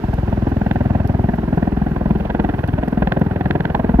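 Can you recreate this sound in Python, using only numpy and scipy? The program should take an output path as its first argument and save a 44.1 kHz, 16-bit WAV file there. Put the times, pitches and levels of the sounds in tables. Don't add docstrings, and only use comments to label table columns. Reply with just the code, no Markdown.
import sys
import numpy as np
from scipy import signal
from scipy.fft import rfft, irfft
from scipy.io import wavfile

SR = 44100
rng = np.random.default_rng(int(sys.argv[2]) if len(sys.argv) > 2 else 0)


def materialize(psi):
    bounded = np.clip(np.atleast_2d(psi).T, -1, 1)
    quanta = np.round(bounded * 32767).astype(np.int16)
    wavfile.write(sys.argv[1], SR, quanta)


N = 176400

# time_s, relative_level_db
THUMP_LEVELS = [(0.04, -20), (0.57, -23), (0.71, -23), (0.81, -24.5), (1.44, -24), (1.68, -27),
                (1.72, -19.5), (1.92, -23.5), (2.16, -22), (2.3, -23.5), (2.4, -21), (2.69, -35.5),
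                (2.78, -21.0), (2.88, -36), (3.03, -17), (3.17, -40), (3.22, -34.5), (3.51, -32.5),
                (3.9, -21), (3.99, -2)]
THUD_LEVELS = [(0.04, -23), (0.57, -20.5), (0.62, -25), (0.86, -17.5), (1.24, -18.5), (1.29, -28),
               (1.48, -26), (1.53, -21.5), (2.06, -30), (2.11, -23), (2.35, -46), (2.4, -28), (2.74, -17.5),
               (2.88, -41.5), (3.22, -20.5), (3.9, -28), (3.94, -36), (3.99, -32)]
SLAP_LEVELS = [(0.04, -23.5), (0.09, -27), (0.14, -26), (0.33, -21.5), (0.86, -19.5), (0.91, -20.5),
               (1.049, -21.5), (1.29, -19.5), (1.44, -20.5), (1.579, -15), (1.72, -21.5), (1.87, -17.5),
               (1.97, -26), (2.11, -15), (2.25, -27.5), (2.4, -15), (2.59, -27), (2.69, -23.5), (2.74, -25),
               (2.98, -17.5), (3.12, -22.0), (3.22, -16), (3.32, -28), (3.46, -17.5), (3.65, -23.0),
               (3.99, -14)]
BARK_LEVELS = [(0.04, -32.5), (0.43, -31), (0.47, -26.5), (0.52, -28.5), (0.81, -28.0), (0.86, -30.5),
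               (1.291, -26.5), (1.44, -31.5), (1.58, -28), (1.63, -33), (1.68, -27), (1.72, -38.5),
               (1.87, -28), (1.92, -36.5), (2.01, -25), (2.159, -32.0), (2.4, -25), (2.74, -34.5),
               (2.78, -29), (3.12, -24), (3.36, -29.5), (3.56, -26), (3.701, -28), (3.75, -21.5),
               (3.9, -27.5), (3.99, -23)]
CRACK_LEVELS = [(0.04, -53.5), (0.76, -39.5), (1.238, -52), (1.29, -39), (1.44, -46.5), (1.63, -40.5),
                (1.72, -46.5), (2.25, -47.5), (2.3, -39.5), (2.64, -39.5), (2.69, -45.5), (3.07, -37.5),
                (3.36, -43.5), (3.46, -37), (3.801, -43.5), (3.99, -41.5)]
SNAP_LEVELS = [(0.04, -51.5), (.7, -48), (1.1, -50), (1.95, -51), (2.3, -43.5), (2.6, -44), (2.88, -47),
               (3.07, -42.5), (3.33, -47), (3.5, -47.5), (3.679, -44.5), (3.95, -48)]
# frequency_hz, relative_gain_db
THUMP_SPECTRUM = [(20, -14.5), (40, 1.5), (62, 4), (85, -8), (125, -19.5), (300, -15.5), (800, -87),
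                  (8000, -130)]
THUD_SPECTRUM = [(25, -28), (60, -15.5), (85, -0.5), (110, -0.5), (155, -6), (200, -16.5), (400, -35.5),
                 (1000, -63.5), (8000, -125)]
SLAP_SPECTRUM = [(50, -36.5), (120, -9), (170, 0.5), (220, 7), (290, 3.5), (380, -6), (600, -30.5),
                 (2000, -83.5), (10000, -120)]
BARK_SPECTRUM = [(150, -47.5), (380, 1.5), (520, 0.5), (720, 6.5), (900, -2), (1200, -16), (2000, -26.5),
                 (5000, -68.5), (15000, -110)]
CRACK_SPECTRUM = [(300, -13), (900, -1), (1600, 6.5), (1950, 9), (2400, -24.5), (3400, -47.5),
                  (7000, -79.5), (15000, -109)]
SNAP_SPECTRUM = [(1200, 1), (2100, -2.5), (2700, 0), (3600, -5), (4400, -16.5), (5500, -27), (7000, -30),
                 (15000, -92)]
HARD_CRACK_SPECTRUM = [(200, 6.5), (700, 3), (1500, 6), (2100, 2.5), (2600, -7), (3600, -2.5),
                       (4500, -15.5), (5500, -25), (7000, -36.5), (15000, -77.5)]
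# offset_s, relative_level_db
TIP_VORTICES = [(-.0068, -13.5), (-.0043, -8), (-.0026, -9.5), (-.0013, -3), (.0002, -2), (.0021, -6.5),
                (.0033, -9.5), (.0047, -12), (.0072, -12)]
# start_s, relative_level_db
SQUARE_HITS = [(0.475, -47.5), (0.7124, -31), (1.2895, -44), (2.3030, -40.5), (2.4001, -34.5), (2.493, -46),
               (3.0733, -32), (3.1219, -27), (3.4102, -38), (3.4581, -38.5), (3.5095, -26), (3.6064, -32.5),
               (3.6540, -30.5), (3.7498, -29)]
# frequency_hz, gain_db
SCATTER_RESPONSE = [(40, -42.5), (150, -11), (400, -9), (1000, -13), (3000, -30), (8000, -38.5)]
# frequency_hz, relative_density_db
WASH_SPECTRUM = [(20, -25.5), (32, -2), (60, 1.5), (120, -1), (230, -2.5), (400, -4.5), (520, -15.5),
                 (750, -9.5), (1150, -17.5), (1650, -25.5), (2300, -34), (3200, -40), (4500, -46),
                 (7500, -68), (15000, -69.5)]
TURBINE_SPECTRUM = [(1200, -13), (1700, 0), (2800, 3), (4200, -1), (6000, -7), (9000, -19.5), (15000, -33)]
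HISS_SPECTRUM = [(2000, 1), (5500, -1), (7600, -8), (9000, -2.5), (10500, -4), (12300, 2), (15500, -5),
                 (18000, -27)]
TICK_SPECTRUM = [(1500, -11), (4500, 14), (7500, 2), (9000, 9), (13000, 10), (17000, -2)]
# start_s, relative_level_db
TICK_EVENTS = [(0.139, -39.5), (1.0742, -39), (2.676, -40), (2.882, -41), (3.1957, -46)]
# frequency_hz, gain_db
LEFT_RESPONSE = [(60, 1.5), (190, 2.5), (480, 0), (720, -4.5), (1100, -10.5), (1400, 1), (1750, 3),
                 (2250, 1.5), (2600, -5.5), (3000, -2.5), (4300, -6.5), (8000, -0.5)]
RIGHT_RESPONSE = [(60, 0), (190, 0), (480, 0.5), (720, -1.5), (1050, 2), (1310, -0.5), (1600, 6.5),
                  (2200, 3.5), (2500, 6.5), (2850, 6), (3300, 1.5), (8000, 3)]

FIRST_BLADE_S, BLADE_GAP_S, GAP_GROWTH_S = .04116, .04802, 4.06e-6
THUMP_GAIN_DB, THUD_GAIN_DB, SLAP_GAIN_DB, BARK_GAIN_DB, SNAP_GAIN_DB = -4, -0.5, 1.5, 3, 2
THUMP_DELAY_S, THUD_LEAD_S, SLAP_LEAD_S, BARK_LEAD_S = 0.0029, 0.0036, 0.004543, 0.001488
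WANDER_S, WANDER_DB, UNEVEN_DB = .00075, 2.5, 1.8
SLAP_SPAN, SLAP_WANDER = .42, 0.71
BOUNCE_DELAYS_S, HISS_GAINS_DB, TICK_GAINS_DB = (0.001276, 0.001193), (-74, -56.5), (-12, 2.5)
SAMPLES = np.arange(N)
TIME_S = SAMPLES / SR


def blade_times():
    count = np.arange(int(N / SR / BLADE_GAP_S))
    return FIRST_BLADE_S + BLADE_GAP_S * count + GAP_GROWTH_S * count ** 2 / 2


def blade_thumps(blades_s):
    thump = shaped(impulses(blades_s + THUMP_DELAY_S, gain_at(THUMP_LEVELS, blades_s)), THUMP_SPECTRUM)
    thud = shaped(impulses(blades_s - THUD_LEAD_S, gain_at(THUD_LEVELS, blades_s)), THUD_SPECTRUM)
    return from_db(THUMP_GAIN_DB) * thump + from_db(THUD_GAIN_DB) * thud


def vortex_slaps(blades_s):
    offset_s, level_db = np.transpose(TIP_VORTICES)
    shape = (len(blades_s), len(offset_s))
    drift_s = WANDER_S * vortex_wander(shape)
    swell_db = WANDER_DB * vortex_wander(shape)
    dull_cuts_s = blades_s[:, None] + SLAP_SPAN * offset_s + SLAP_WANDER * drift_s - SLAP_LEAD_S
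    dull_weights = from_db(level_db + SLAP_WANDER * swell_db)
    slap = vortex_burst(blades_s, dull_cuts_s, dull_weights, SLAP_LEVELS, SLAP_SPECTRUM)
    cuts_s = blades_s[:, None] + offset_s + drift_s
    weights = from_db(level_db + swell_db)
    bark = vortex_burst(blades_s, cuts_s - BARK_LEAD_S, weights, BARK_LEVELS, BARK_SPECTRUM)
    crack = vortex_burst(blades_s, cuts_s, weights, CRACK_LEVELS, CRACK_SPECTRUM)
    snap = vortex_burst(blades_s, cuts_s, weights, SNAP_LEVELS, SNAP_SPECTRUM)
    bright = from_db(BARK_GAIN_DB) * bark + crack + from_db(SNAP_GAIN_DB) * snap
    uneven_db = UNEVEN_DB * np.interp(TIME_S, blades_s, rng.standard_normal(len(blades_s)))
    return from_db(SLAP_GAIN_DB) * slap + from_db(uneven_db) * bright


def vortex_wander(shape, memory=.45):
    return signal.lfilter([np.sqrt(1 - memory ** 2)], [1, -memory], rng.standard_normal(shape), axis=0)


def vortex_burst(blades_s, cuts_s, weights, levels, spectrum):
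    beat_starts = ((blades_s - BLADE_GAP_S / 2) * SR).astype(int)
    unscaled = shaped(impulses(cuts_s, weights), spectrum)
    beat_rms = np.sqrt(np.add.reduceat(unscaled ** 2, beat_starts) / (BLADE_GAP_S * SR))
    beat_gain = gain_at(levels, blades_s) / beat_rms
    return shaped(impulses(cuts_s, weights * beat_gain[:, None]), spectrum)


def hard_cracks():
    start_s, level_db = np.transpose(SQUARE_HITS)
    return shaped(impulses(start_s, from_db(level_db)), HARD_CRACK_SPECTRUM)


def ground_bounce(beat, reflection=0.5, delay_growth_s_per_s=4e-6):
    delays_s = np.array(BOUNCE_DELAYS_S)[:, None] + delay_growth_s_per_s * TIME_S
    reflected = np.interp(SAMPLES - delays_s * SR, SAMPLES, beat)
    return (beat + reflection * reflected) / (1 + reflection)


def ground_scatter(beat, t60_s=0.1):
    tail_s = np.arange(SR // 4) / SR
    decay = from_db(-60 * tail_s / t60_s)
    hop = SR // 6
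    echoes = np.zeros((2, N + SR))
    for centre in range(0, N + hop, hop):
        span = np.arange(max(centre - hop, 0), min(centre + hop, N))
        window = np.cos(np.pi / 2 * (span - centre) / hop)
        tail = diffuse_noise(len(tail_s)) * decay / np.sqrt(np.sum(decay ** 2))
        echo = signal.fftconvolve((beat[span] * window)[None], tail, axes=1)
        echoes[:, span[0]:span[0] + echo.shape[1]] += echo
    return filtered(echoes[:, :N], SCATTER_RESPONSE)


def rotor_wash(gain_db=-28.5, growth_db_per_s=0.13):
    roar = shaped(diffuse_noise(N), WASH_SPECTRUM)
    return from_db(gain_db + growth_db_per_s * TIME_S) * flutter(depth_db=1.5, step_s=0.0065) * roar


def turbine_rush(gain_db=-53.5, fade_db_per_s=3.5):
    rush = shaped(rng.standard_normal((2, N)), TURBINE_SPECTRUM)
    return from_db(gain_db - fade_db_per_s * TIME_S) * rush


def microphone_hiss():
    hiss = shaped(rng.standard_normal((2, N)), HISS_SPECTRUM)
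    return from_db(HISS_GAINS_DB)[:, None] * flutter(depth_db=1.7, step_s=.016) * hiss


def faint_ticks(decay_s=.003):
    envelope = np.zeros(N)
    for start_s, level_db in TICK_EVENTS:
        age_s = TIME_S - start_s
        envelope += from_db(level_db) * (age_s >= 0) * np.exp(-abs(age_s) / decay_s)
    return from_db(TICK_GAINS_DB)[:, None] * shaped(envelope * rng.standard_normal((2, N)), TICK_SPECTRUM)


def diffuse_noise(length, crossover_hz=2180):
    common, independent = rng.standard_normal((2, length))
    side = signal.sosfilt(signal.butter(1, crossover_hz, "high", fs=SR, output="sos"), independent)
    return np.array([common + side, common - side])


def flutter(depth_db, step_s):
    return from_db(depth_db * np.interp(TIME_S / step_s, SAMPLES, rng.standard_normal(N)))


def impulses(times_s, gains):
    index = np.round(np.ravel(times_s) * SR).astype(int)
    inside = (index >= 0) & (index < N)
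    train = np.zeros(N)
    np.add.at(train, index[inside], np.ravel(gains)[inside])
    return train * np.sqrt(BLADE_GAP_S * SR)


def filtered(sound, curve, keep_power=False):
    frequency_hz, gain_db = np.transpose(curve)
    grid_hz = np.maximum(np.arange(N + 1) * SR / (2 * N), 1)
    magnitude = from_db(np.interp(np.log(grid_hz), np.log(frequency_hz), gain_db))
    cepstrum = irfft(np.log(magnitude))
    cepstrum[1:N] *= 2
    cepstrum[N + 1:] = 0
    response = np.exp(rfft(cepstrum))
    if keep_power:
        response /= np.sqrt(np.mean(abs(response) ** 2))
    return irfft(rfft(sound, 2 * N) * response)[..., :N]


def shaped(sound, spectrum):
    return filtered(sound, spectrum, keep_power=True)


def gain_at(levels, times_s):
    return from_db(np.interp(times_s, *np.transpose(levels)))


def from_db(db):
    return 10 ** (np.asarray(db) / 20)


def scene(left_lag_s=.00009):
    blades_s = blade_times()
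    beat = blade_thumps(blades_s) + vortex_slaps(blades_s) + hard_cracks()
    left, right = ground_bounce(beat) + ground_scatter(beat) + rotor_wash() + turbine_rush()
    late_left = np.interp(SAMPLES - left_lag_s * SR, SAMPLES, left)
    craft = np.array([filtered(late_left, LEFT_RESPONSE), filtered(right, RIGHT_RESPONSE)])
    return craft + microphone_hiss() + faint_ticks()


def record(dry):
    low_cut_hz, high_cut_hz, peak_limit, fade_s = 16, 15800, .98, .002
    highpassed = signal.sosfilt(signal.butter(2, low_cut_hz, "high", fs=SR, output="sos"), dry)
    rounded = highpassed / (1 + (highpassed / peak_limit) ** 6) ** (1 / 6)
    fade_out = np.minimum((N - SAMPLES) / (fade_s * SR), 1)
    return fade_out * signal.sosfilt(signal.ellip(10, .1, 80, high_cut_hz, fs=SR, output="sos"), rounded)


dry = scene()
out = record(dry)
materialize(out)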